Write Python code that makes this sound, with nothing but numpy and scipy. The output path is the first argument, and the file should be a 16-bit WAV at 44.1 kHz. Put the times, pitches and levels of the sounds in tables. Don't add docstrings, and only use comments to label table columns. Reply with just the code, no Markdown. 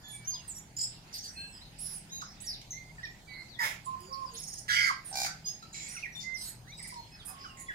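import sys
import numpy as np
from scipy import signal
from scipy.fft import rfft, irfft, next_fast_len
from scipy.io import wavfile
from scipy.ndimage import uniform_filter1d, minimum_filter1d, map_coordinates

SR = 44100
rng = np.random.default_rng(int(sys.argv[2]) if len(sys.argv) > 2 else 0)


def inscribe(sig):
    pcm = np.round(np.clip(np.atleast_2d(sig).T, -1, 1) * 32767)
    wavfile.write(sys.argv[1], SR, pcm.astype(np.int16))


def undo_db(level):
    steps = np.asarray(level, float) / 20
    return 10 ** steps


N = 341334

# (frequency [Hz], level [dB per Hz])
AIR_COLOUR = [(12, -27), (20, -4.5), (145, -2), (494, -17), (816, -12), (1170, -23), (1940, -18),
              (2940, -22), (4860, -19.5), (5740, -26.5), (6790, -25), (15700, -41)]
# (frequency [Hz], correlation [0-1])
AIR_LIKENESS = [(200, 0.92), (400, 0.78), (1000, 0.037), (3000, 0.029)]
# (frequency [Hz], level [dB])
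MACHINE_HUM = [(40, -65), (80, -73.5), (119, -62.5), (159, -62.5), (200, -66.5)]

FAR_LEFT_DB, LEFT_DB, AHEAD_DB, RIGHT_DB, FAR_RIGHT_DB = 11, 2.5, -1, -6, -11.5
FLUTE_UNDER_HZ = 2400

# (time [s], length [s], pitch [Hz], level [dB])
HELD_LEFT = [
    (.01, 0.17, 6890, -59.5),
    (4.02, 0.072, 6830, -62),
    (4.165, 0.1, 534.5, -60),
    (5.62, 0.038, 4010, -57.5),
    (5.625, 0.019, 1332, -48),
    (7.48, 0.22, 1074, -58),
    (7.66, 0.066, 3400, -59.5),
    (.545, 0.039, 5670, -51),
]
HELD_AHEAD = [(.12, 0.15, 2294, -59), (.272, 0.036, 6366, -34), (.305, 0.067, 4926, -43.5),
              (1.36, 0.091, 4200, -47.5), (3.56, 0.063, 1913, -62), (4.08, 0.05, 527, -58.5),
              (5.455, 0.051, 6460, -37), (6.77, 0.038, 7990, -50.5), (6.96, 0.089, 4256, -55),
              (7.065, 0.033, 5200, -66), (7.3, 0.18, 1093, -57)]
HELD_RIGHT = [
    (4.1, 0.14, 1077, -44.5),
    (6.44, 0.068, 6710, -57),
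    (7.25, 0.051, 10070, -52),
]
# (time [s], length [s], from [Hz], to [Hz], level [dB])
SLID_FAR_LEFT = [
    (3.483, .09, 5083, 3143, -53.5),
    (4.255, 0.043, 5420, 4510, -52.5),
]
SLID_LEFT = [(7.684, 0.03, 2164, 1560, -37.5), (.14, .03, 8590, 9000, -47),
             (3.075, 0.048, 1800, 2000, -53.5), (3.058, 0.014, 2470, 2333, -54),
             (0.96, 0.033, 2920, 2670, -65), (4.886, 0.03, 1450, 1000, -31),
             (5.455, 0.049, 3530, 3485, -59), (.245, 0.029, 5200, 6660, -52),
             (0.33, 0.043, 4640, 3140, -51), (0.37, 0.062, 3200, 2600, -61),
             (2.435, 0.035, 9200, 5900, -50.5), (2.98, 0.024, 1880, 1670, -45.5),
             (4.32, 0.055, 460, 455, -57.5), (6.12, 0.046, 5940, 5560, -53.5),
             (6.365, 0.059, 9700, 8900, -55.5), (6.718, 0.016, 3420, 3950, -55),
             (6.728, 0.033, 3990, 3760, -50.5)]
SLID_AHEAD = [(0.107, 0.05, 9980, 8380, -48.5), (0.476, 0.05, 9300, 6450, -44.5),
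              (1.139, 0.009, 7950, 9300, -44.5), (1.24, 0.36, 8650, 7820, -60.5),
              (1.349, 0.14, 2577, 2664, -53.5), (1.37, 0.098, 1563, 1638, -54),
              (2.096, 0.02, 3420, 3950, -57), (2.108, 0.1, 3890, 3980, -50),
              (2.198, 0.019, 3980, 3540, -53), (2.093, 0.025, 4700, 6500, -58),
              (2.115, 0.083, 6580, 6580, -44), (2.2, 0.019, 6650, 5960, -51),
              (2.11, 0.088, 7200, 7270, -64), (2.145, 0.034, 5350, 4700, -59),
              (2.268, .055, 5000, 5400, -58.5), (2.301, 0.035, 5600, 5900, -61),
              (2.465, 0.059, 6040, 4440, -38.5), (2.527, 0.026, 4650, 3470, -46),
              (4.0, 0.098, 342, 388, -57), (5.894, 0.037, 5930, 5630, -49.5),
              (5.93, 0.059, 5630, 5960, -46), (5.95, 0.029, 4700, 3900, -65),
              (6.365, 0.13, 4160, 3900, -55), (6.37, 0.15, 8170, 7720, -54.5),
              (6.41, 0.109, 4520, 4230, -57.5), (6.4, 0.12, 9000, 8490, -46.5),
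              (6.395, 0.052, 4700, 5340, -55.5), (6.668, 0.068, 1735, 2450, -56.5),
              (6.678, 0.033, 3580, 4620, -63), (6.678, 0.037, 6120, 5950, -60),
              (6.735, 0.028, 4700, 5360, -65), (6.777, 0.027, 4700, 5400, -54),
              (6.923, 0.016, 1010, 984, -46.5), (6.955, 0.054, 977, 927, -45),
              (2.403, 0.023, 7700, 8140, -53), (7.441, 0.031, 1720, 1110, -47.5),
              (7.44, 0.092, 3190, 2680, -57.5)]
SLID_RIGHT = [(2.725, .06, 2010, 2110, -54), (2.77, 0.068, 2107, 2070, -53), (2.84, .05, 2075, 2080, -63),
              (2.892, 0.026, 2040, 2160, -58), (2.72, 0.081, 4000, 4280, -65),
              (0.561, 0.034, 8140, 6680, -48), (1.785, 0.017, 7200, 9900, -45.5),
              (2.402, 0.012, 4900, 9600, -51.5), (2.419, 0.0075, 10000, 10050, -47),
              (3.05, 0.011, 5850, 2620, -51), (3.845, 0.022, 8540, 6820, -53),
              (3.861, 0.1, 1049, 1049, -38), (4.215, 0.0465, 1082, 1027, -39.5),
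              (4.268, 0.018, 1050, 965, -54), (5.443, 0.067, 4860, 5170, -40.5),
              (5.95, 0.027, 1580, 1300, -53), (6.34, 0.04, 6430, 4700, -46.5),
              (6.39, .045, 5400, 6600, -52.5), (7.189, 0.044, 4140, 3040, -55)]
SLID_FAR_RIGHT = [
    (2.431, 0.078, 4740, 4700, -55),
    (3.99, 0.15, 5044, 4670, -57.5),
    (5.879, 0.023, 7010, 9970, -49),
    (6.23, 0.14, 2067, 2080, -42.5),
    (7.25, 0.056, 8500, 9340, -52),
]
# (time [s], length [s], from [Hz], to [Hz], level [dB])
REEDY_AHEAD = [
    (2.42, 0.0768, 1930, 1867, -62),
]
MELLOW_AHEAD = [
    (3.03, 0.031, 1986, 1773, -41.5),
]
MELLOW_FAR_LEFT = [
    (6.15, 0.051, 3583, 3570, -43.5),
]
REEDY_DB, MELLOW_DB = (-2, -2, -8), (0.5, -13.5, -9)
# (time [s], length [s], from [Hz], to [Hz], level [dB])
OCTAVE_AHEAD = [
    (.03, 0.13, 1737, 1720, -60),
    (7.115, 0.059, 2580, 2550, -63.5),
    (7.27, 0.058, 2514, 2530, -65.5),
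]
OCTAVE_RIGHT = [
    (3.27, .16, 2325, 2105, -52),
    (3.28, 0.161, 1970, 2061, -53),
]
OCTAVE_AHEAD_DB, OCTAVE_RIGHT_DB = (1, 5.5), (0.5, -5)
# (time [s], length [s], from [Hz], to [Hz], level [dB])
COUGH_LINES = [(3.588, 0.026, 1950, 1887, -38), (3.602, 0.057, 1770, 1732, -34.5),
               (3.606, 0.056, 1336, 1370, -46), (3.64, 0.051, 2090, 2187, -43.5),
               (4.684, 0.076, 1686, 1656, -33), (4.69, .17, 1442, 1415, -39.5), (4.77, .1, 2260, 2205, -36),
               (4.76, .14, 2110, 2038, -35), (4.79, 0.12, 1662, 1585, -37.5),
               (4.862, 0.047, 1400, 1288, -37)]
# (time [s], length [s], from [Hz], to [Hz], level [dB])
FAINT_AHEAD = [(6.405, .12, 13500, 12700, -58.5), (6.43, 0.11, 12100, 11450, -60),
               (6.39, .04, 10800, 11300, -60), (.268, .045, 9520, 8600, -64),
               (.268, 0.043, 12700, 12700, -70), (0.081, .03, 11400, 11200, -58),
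               (1.525, 0.0305, 5500, 5050, -58.5), (1.543, .05, 5050, 4900, -56.5),
               (1.607, .038, 3650, 4400, -56), (6.203, .018, 7500, 4600, -49.5),
               (7.295, .042, 770, 750, -54), (0.548, .045, 11400, 11200, -58.5)]
# (time [s], length [s], from [Hz], to [Hz], level [dB])
BUZZ_LEFT = [
    (1.966, 0.023, 9500, 8000, -45.5),
    (2.217, 0.013, 1695, 957, -39.5),
    (2.705, 0.024, 6210, 6340, -40),
    (2.712, 0.047, 5890, 6000, -48),
]
BUZZ_AHEAD = [(1.135, .045, 4900, 4440, -43.5), (1.234, 0.037, 4850, 4640, -45),
              (1.18, 0.021, 6550, 5440, -45), (1.277, 0.021, 6600, 5440, -45.5),
              (1.794, 0.09, 9700, 10280, -41.5), (1.88, 0.1, 10670, 9680, -44),
              (3.59, 0.057, 988, 868, -43.5), (3.855, 0.022, 10300, 9360, -53),
              (5.044, 0.082, 9530, 8240, -45.5), (5.965, 0.025, 2840, 2030, -46),
              (6.024, 0.048, 2787, 1826, -41.5), (6.036, 0.014, 2420, 2246, -40.5)]
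BUZZ_RIGHT = [
    (.33, 0.022, 1060, 950, -54.5),
    (4.126, 0.023, 5680, 4180, -41.5),
    (4.686, 0.215, 2005, 1972, -37.5),
    (5.897, 0.081, 9780, 9140, -52),
]

# (frequency [Hz], level [dB per Hz])
BREATH_COLOUR = [(1000, -12.5), (3000, 0.5), (9000, 4.5), (13000, 2.5), (15800, -7)]
# (frequency [Hz], t60 [s])
ECHO_T60 = [(1500, 0.32), (6000, 0.3), (14000, 0.14)]

# (tempo [1/s], rows of (first [s], last [s], from [Hz], to [Hz], level [dB]))
TRILLS = [
    (47.6, [(.766, .766, 6850, 7300, -38.5), (.787, .808, 6950, 7300, -36), (.815, .836, 7200, 8030, -35.5), (.768, .768, 4900, 5200, -44), (.791, .835, 4780, 5300, -37)]),
    (20, [(4.355, 4.555, 4500, 5700, -52), (4.38, 4.58, 5000, 5900, -46), (4.336, 4.386, 7300, 10600, -52.5), (4.434, 4.586, 7900, 10000, -46.5)]),
]
# (tempo [1/s], rows of (first [s], last [s], from [Hz], to [Hz], level [dB]))
PEEPS = [
    (34.6, [(5.729, 5.789, 4100, 3950, -52), (5.819, 5.849, 3400, 3300, -57), (5.741, 5.861, 2500, 2100, -55.5)]),
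    (19.9, [(4.362, 4.568, 6370, 6680, -50), (4.31, 4.31, 6400, 6760, -61), (4.338, 4.39, 10230, 10470, -52), (4.44, 4.59, 9700, 10040, -63), (6.79, 6.89, 2550, 1850, -52), (6.822, 6.872, 1900, 2420, -68)]),
]

# (time [s], length [s], centre [Hz], level [dB])
WHEEZE_LEFT = [
    (1.64, 0.045, 4180, -58),
    (2.235, 0.04, 5340, -57),
    (6.74, 0.21, 5020, -57),
]
WHEEZE_AHEAD = [(1.127, .015, 5900, -50), (1.14, 0.043, 12300, -53), (1.145, 0.054, 8750, -58),
                (1.785, 0.2, 5250, -55.5), (4.34, 0.044, 3880, -56.5), (5.727, 0.26, 6950, -53.5),
                (5.73, 0.24, 7750, -62), (6.375, 0.074, 5030, -54), (7.385, 0.096, 5020, -57.5),
                (7.57, 0.059, 7250, -56.5), (7.57, 0.059, 2030, -60)]
WHEEZE_RIGHT = [
    (1.225, 0.03, 6330, -55),
    (2.45, 0.072, 10600, -61),
    (5.128, 0.012, 5360, -44),
    (5.141, .012, 5100, -44),
    (6.828, 0.02, 8550, -49.5),
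    (7.598, 0.034, 9500, -54.5),
]
# (time [s], length [s], centre [Hz], level [dB])
RASPS = [(.91, 0.07, 3700, -60.5), (1.24, 0.034, 9200, -56), (2.215, 0.011, 5530, -50.5),
         (2.615, 0.0066, 2270, -53.5), (5.246, 0.011, 2000, -41), (5.262, 0.022, 1500, -43.5),
         (1.14, 0.042, 4500, -55), (1.236, 0.041, 4360, -55), (5.74, 0.25, 4870, -55.5),
         (5.74, 0.29, 2240, -59.5), (5.99, 0.019, 4890, -47.5), (6.2, 0.045, 5320, -52.5),
         (6.873, 0.026, 8250, -48.5), (7.25, 0.08, 9500, -54), (7.277, 0.048, 1150, -55.5)]
# (time [s], length [s], centre [Hz], level [dB])
CLICKS = [
    (2.615, 0.0043, 5240, -47),
    (4.005, 0.0039, 9900, -54.5),
    (5.625, 0.0075, 5240, -54),
    (6.941, .005, 5500, -52.5),
]
WHEEZE_WIDTH, RASP_WIDTH, CLICK_WIDTH = 0.19, 0.47, 0.71

# (time [s], level [dB])
COUGHS = [
    [(3.59, -49.5), (3.644, -37), (3.76, -58)],
    [(4.681, -41.5), (4.695, -34.5), (4.8, -37.5), (4.9, -37)],
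]
# (frequency [Hz], level [dB per Hz])
THROATS = [
    [(290, -34), (500, -19), (999, -11.5), (1520, -15), (1700, -17), (1990, -6), (2700, -16.5),
     (3200, -13.5), (4200, -19.5), (5000, -21), (5900, -15), (6900, -15.5), (9330, -25), (15700, -26)],
    [(530, -75), (900, -46), (1320, -19), (1420, -12), (1840, -9), (2080, -2.5), (2310, -14.5), (2580, -26),
     (3120, -13.5), (3600, -18), (4680, -14.5), (5300, -14), (5900, -16.5), (15700, -40.5)],
]
# (flap rate [Hz], rows of (time [s], length [s], from [Hz], to [Hz], level [dB]))
CHOPPED = [
    (171.5, [(3.59, 0.056, 1945, 1890, -35), (3.59, 0.096, 4950, 5010, -46), (3.625, 0.064, 2154, 2213, -43.5)]),
    (97.6, [(4.75, 0.156, 2176, 2120, -35.5), (4.70, .21, 4780, 4600, -39), (4.705, 0.135, 3150, 3050, -50), (4.69, 0.14, 5850, 5500, -44)]),
]

# (time [s], burst peak [dB], air sac ring [dB])
CROAK = [(5.114, -56, -36), (5.127, -58, -30.5), (5.141, -44, -30), (5.155, -30, -26), (5.171, -27.5, -27),
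         (5.185, -28, -25.5), (5.201, -27, -27), (5.216, -27, -24), (5.232, -27.5, -30),
         (5.247, -29, -23.5), (5.262, -29, -34), (5.277, -51, -39)]
# (frequency [Hz], level [dB], t60 [s])
AIR_SAC = [(775, 4.5, 0.023), (1540, -12, 0.033)]
# (frequency [Hz], level [dB], t60 [s])
BEAK = [(3900, -20, 0.039), (4650, -3.5, .03), (5250, -4.5, .03), (6620, -6, 0.034), (7100, -10.5, 0.033)]
# (frequency [Hz], level [dB per Hz])
SPIT_COLOUR = [(600, -30), (1550, -12), (2000, -12), (2900, -20), (3900, 2), (4700, 2.5), (5800, 3),
               (7000, -2), (15700, -15.5)]
WINDPIPE_HZ, WINDPIPE_DB, WINDPIPE_T60 = 2356, -9, 0.1
SPIT_DB = -4

# (frequency [Hz], left minus right [dB])
PORT_TILT = [(60, 3.5), (700, -3), (2300, -5.5), (4400, 1), (8000, -4.5), (15000, -14)]


def unit(x):
    return x / np.sqrt(np.mean(x ** 2) + 1e-20)


def along(points, hz):
    f, v = np.transpose(points)
    return np.interp(np.log(hz + 1), np.log(f + 1), v)


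def wobble(rate, size):
    knots = rng.standard_normal(int(size * rate / SR) + 4)
    return map_coordinates(knots, [np.arange(size) * rate / SR])


def noise(size, gain):
    m = next_fast_len(size + 2048)
    spectrum = rfft(rng.standard_normal(m)) * gain(np.fft.rfftfreq(m, 1 / SR))
    return unit(irfft(spectrum, m)[:size])


def swell(size, rise, fall):
    u = np.arange(size) / size
    ramp = np.minimum(u / rise, (1 - u) / fall)
    return np.sin(np.pi / 2 * np.clip(ramp, 0, 1))


def glide(length, from_hz, to_hz, bend=1, waver=0, buzz=0):
    size = int(length * SR) + 8
    hz = from_hz + (to_hz - from_hz) * (np.arange(size) / size) ** bend
    hz = hz * (1 + waver * wobble(48.3, size) + buzz * wobble(498.2, size))
    return np.sqrt(2) * np.sin(2 * np.pi * (np.cumsum(hz) / SR + rng.random()))


def add(tree, s, sound, db, pan_db):
    lag = np.clip((1 - pan_db) * 2e-4, -4e-4, 4.4e-4)
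    gains = np.sqrt(2 / (1 + undo_db(-2 * np.array([pan_db, -pan_db]))))
    for port, delay, gain in zip(tree, (lag / 2, -lag / 2), gains):
        part = port[max(round((s + delay) * SR), 0):][:len(sound)]
        part += undo_db(db) * gain * sound[:len(part)]


def patches(x, depth_db):
    hz, _, z = signal.stft(x, SR, nperseg=512)
    field = uniform_filter1d(rng.standard_normal(z.shape[1:]), size=9, axis=0)
    field = unit(uniform_filter1d(field, size=16, axis=1))
    gain = undo_db(depth_db * field * (hz > 900)[:, None])
    return signal.istft(z * gain, SR, nperseg=512)[1][:, :N]


def background():
    hz = np.fft.rfftfreq(N, 1 / SR)
    turn = np.arccos(np.clip(along(AIR_LIKENESS, hz), -1, 1)) / 2
    white = noise(2 * N, lambda hz: 1 + 0 * hz).reshape(2, N)
    mid, side = irfft(rfft(white) * undo_db(along(AIR_COLOUR, hz)) * [np.cos(turn), np.sin(turn)], N)
    air = unit(patches(np.array([mid + side, mid - side]), depth_db=3.5))
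    air = undo_db(-55 + 0.039 * wobble(2.1, N)) * air
    t = np.arange(N) / SR
    hum = 0
    for line_hz, db in MACHINE_HUM:
        phase = 2 * np.pi * line_hz * t + 1.9 * wobble(4.3, N)
        hum = hum + undo_db(db + 4.54 * wobble(5, N)) * np.sin(phase)
    return air + hum


def placed(*perches):
    return [(*row, pan_db) for rows, pan_db in perches for row in rows]


def held(rows):
    return [(s, length, hz, hz, db) for s, length, hz, db in rows]


def partials(rows, partial_db):
    return [(s, length, k * from_hz, k * to_hz, db + rel)
            for s, length, from_hz, to_hz, db in rows for k, rel in enumerate(partial_db, 1)]


def clear_notes():
    far_left = SLID_FAR_LEFT + partials(MELLOW_FAR_LEFT, MELLOW_DB)
    left = held(HELD_LEFT) + SLID_LEFT
    ahead = COUGH_LINES + FAINT_AHEAD + held(HELD_AHEAD) + SLID_AHEAD
    ahead = ahead + partials(REEDY_AHEAD, REEDY_DB) + partials(MELLOW_AHEAD, MELLOW_DB)
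    ahead = ahead + partials(OCTAVE_AHEAD, OCTAVE_AHEAD_DB)
    right = held(HELD_RIGHT) + SLID_RIGHT + partials(OCTAVE_RIGHT, OCTAVE_RIGHT_DB)
    return placed((far_left, FAR_LEFT_DB), (left, LEFT_DB), (ahead, AHEAD_DB), (right, RIGHT_DB),
                  (SLID_FAR_RIGHT, FAR_RIGHT_DB))


def whistles(rows, buzz, flutter_db, rise, fall=0.21):
    groups = np.zeros((2, 2, N))
    for k, (s, length, from_hz, to_hz, db, pan_db) in enumerate(rows):
        note = glide(length, from_hz, to_hz, bend=.8, waver=0.0028, buzz=buzz)
        flutter = undo_db(flutter_db * wobble(69.0, len(note)))
        add(groups[k % 2], s, note * flutter * swell(len(note), rise, fall), db, pan_db)
    return groups


def breath(song):
    high = signal.lfilter([1, -2, 1], 1, song)
    strength = np.sqrt(abs(uniform_filter1d(high ** 2, size=500, axis=1)))
    return undo_db(-18.5) * strength * noise(N, lambda hz: undo_db(along(BREATH_COLOUR, hz)))


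def echoes(x):
    hz, _, z = (spread := signal.stft(rng.standard_normal((2, SR // 3)), SR, nperseg=256))
    t = spread[1]
    decay = undo_db(-60 * t / along(ECHO_T60, hz)[:, None])
    tail = signal.istft(z * decay, SR, nperseg=256)[1]
    blend = x + 0.0089 * x[::-1]
    late = np.pad(blend, ((0, 0), (200, 0)))
    return signal.oaconvolve(late, tail / np.linalg.norm(tail[0]), axes=1)[:, :N]


def beats(first, last, rate):
    count = round((last - first) * rate) + 1
    return np.linspace(first, last, count) + .0007 * rng.standard_normal(count)


def trills():
    tree = np.zeros((2, N))
    for rate, rows in TRILLS:
        for first, last, from_hz, to_hz, db in rows:
            for s in beats(first, last, rate):
                shift, strength = rng.standard_normal(2)
                chirp = glide(0.0114, from_hz, to_hz * (1 + 0.019 * shift), bend=0.615, buzz=0.024)
                chirp = chirp * swell(len(chirp), 0.071, 0.11)
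                add(tree, s, chirp, db + 0.53 * strength, pan_db=-1.5)
    for rate, rows in PEEPS:
        for first, last, from_hz, to_hz, db in rows:
            for s in beats(first, last, rate):
                peep = glide(0.497 / rate, from_hz, to_hz, bend=0.506, buzz=0.013)
                peep = peep + undo_db(-15) * (peep ** 2 - 1)
                peep = peep * swell(len(peep), 0.31, 0.24)
                add(tree, s, peep, db + 2 * rng.standard_normal(), pan_db=-4)
    return tree


def wheezes():
    narrow = placed((WHEEZE_LEFT, LEFT_DB), (WHEEZE_AHEAD, AHEAD_DB), (WHEEZE_RIGHT, RIGHT_DB))
    broad, clicks = placed((RASPS, AHEAD_DB)), placed((CLICKS, AHEAD_DB))
    tree = np.zeros((2, N))
    for rows, width in (narrow, WHEEZE_WIDTH), (broad, RASP_WIDTH), (clicks, CLICK_WIDTH):
        for s, length, centre_hz, db, pan_db in rows:
            size = int(length * SR) + 8
            width_hz = width * centre_hz
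            rasp = noise(size, lambda hz: 1 / (1 + abs(2 * (hz - centre_hz) / width_hz) ** 2.12))
            puffs = undo_db(3.05 * wobble(72.4, size))
            add(tree, s, rasp * puffs * swell(size, 0.033, 0.46), db, pan_db)
    return tree


def coughs():
    tree = np.zeros((2, N))
    for rows, throat in zip(COUGHS, THROATS):
        s, db = np.transpose(rows)
        size = int((s[-1] - s[0]) * SR)
        clumps = undo_db(0.67 * wobble(140, size))
        rasp = unit(noise(size, lambda hz: undo_db(along(throat, hz))) * clumps)
        effort = undo_db(np.interp(s[0] + np.arange(size) / SR, s, db))
        add(tree, s[0], rasp * effort * swell(size, 0.0024, 0.098), 0, pan_db=-3)
    return tree


def chopped():
    tree = np.zeros((2, N))
    for rate, rows in CHOPPED:
        for s, length, from_hz, to_hz, db in rows:
            note = glide(length, from_hz, to_hz, waver=0.0062, buzz=0.0291)
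            size = len(note)
            flap = np.cos(2 * np.pi * np.cumsum(rate * (1 + 0.13 * wobble(70, size))) / SR)
            pulses = undo_db(5.0 * flap + 1.9 * wobble(87, size))
            add(tree, s, note * unit(pulses) * swell(size, 0.061, 0.28), db, pan_db=-2)
    return tree


def croak():
    bursts, sac = np.zeros((2, N)), np.zeros((2, N))
    t = np.arange(SR // 30) / SR
    ring = sum(undo_db(db - 60 * t / t60) * np.sin(2 * np.pi * hz * t) for hz, db, t60 in AIR_SAC)
    ring = ring * (1 - np.exp(-t / 0.0035))
    pipe = undo_db(WINDPIPE_DB - 60 * t / WINDPIPE_T60) * np.sin(2 * np.pi * WINDPIPE_HZ * t)
    pipe = pipe[:SR // 70]
    pipe = pipe * swell(len(pipe), 0.16, 0.15)
    for s, burst_db, sac_db in CROAK:
        spit = undo_db(SPIT_DB - 60 * t / 0.046) * noise(len(t), lambda hz: undo_db(along(SPIT_COLOUR, hz)))
        beak = 0
        for hz, db, t60 in BEAK:
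            strength = undo_db(db + 2.5 * rng.standard_normal() - 60 * t / t60)
            pitch = hz * (1 + 0.017 * rng.standard_normal())
            beak = beak + strength * np.sin(2 * np.pi * pitch * t)
        add(bursts, s, spit + beak * (1 - np.exp(-t / 0.001)), burst_db, pan_db=-1)
        add(sac, s, ring, sac_db, pan_db=1.0)
        add(sac, s, pipe, burst_db, pan_db=0.5)
    return bursts, sac


def scene():
    notes = clear_notes()
    high = [n for n in notes if n[2] >= FLUTE_UNDER_HZ]
    low = [n for n in notes if n[2] < FLUTE_UNDER_HZ]
    buzzy = placed((BUZZ_LEFT, LEFT_DB), (BUZZ_AHEAD, AHEAD_DB), (BUZZ_RIGHT, RIGHT_DB))
    clear = whistles(high, buzz=0.0077, flutter_db=2.0, rise=0.2)
    flutes = whistles(low, buzz=0.0031, flutter_db=1.26, rise=0.19, fall=0.091).sum(0)
    rough = whistles(buzzy, buzz=0.0273, flutter_db=1.5, rise=0.18)
    chirps, wheezing = trills(), wheezes()
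    song = clear.sum(0) + rough.sum(0) + wheezing + chirps
    airy = patches(wheezing + breath(song), depth_db=2.5)
    harsh = patches(coughs(), depth_db=3.5) + chopped()
    bursts, sac = croak()
    voices = [(clear[0], -3), (clear[1], -3), (rough[0], -3), (rough[1], -4), (airy, -0.5), (chirps, -0.5),
              (harsh, -1), (sac + flutes, -8), (bursts, -1.5)]
    return background() + sum(voice + undo_db(echo_db) * echoes(voice) for voice, echo_db in voices)


def starve(x, under_db):
    z = signal.stft(x, nperseg=1024)[2]
    bands = abs(z[:, 110:380].reshape(2, 27, 10, -1)) ** 2
    peak = bands.max(axis=2, keepdims=True)
    nearby_peak = -minimum_filter1d(-peak, size=9, axis=1, origin=3)
    luck = undo_db(18 * uniform_filter1d(rng.standard_normal(nearby_peak.shape), size=5, axis=3))
    share = uniform_filter1d(bands.mean(axis=2, keepdims=True) / nearby_peak, size=3, axis=3)
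    gain = np.where(share * luck < undo_db(-2 * under_db), undo_db(-45), 1)
    z[:, 110:380] *= np.repeat(gain, 10, axis=2).reshape(2, 270, -1)
    return signal.istft(z, nperseg=1024)[1][:, :N]


def low_pass(x):
    return signal.sosfilt(signal.butter(12, 15820, fs=SR, output="sos"), x)


def record(dry):
    tilt_db = along(PORT_TILT, np.fft.rfftfreq(N, 1 / SR)) / 2
    heard = irfft(rfft(dry) * undo_db([tilt_db, -tilt_db]), N)
    heard = signal.sosfilt(signal.ellip(12, .3, 70, 15800, fs=SR, output='sos'), heard)
    mix = starve(heard, under_db=30.5)
    return low_pass(mix)


dry = scene()
out = record(dry)
inscribe(out)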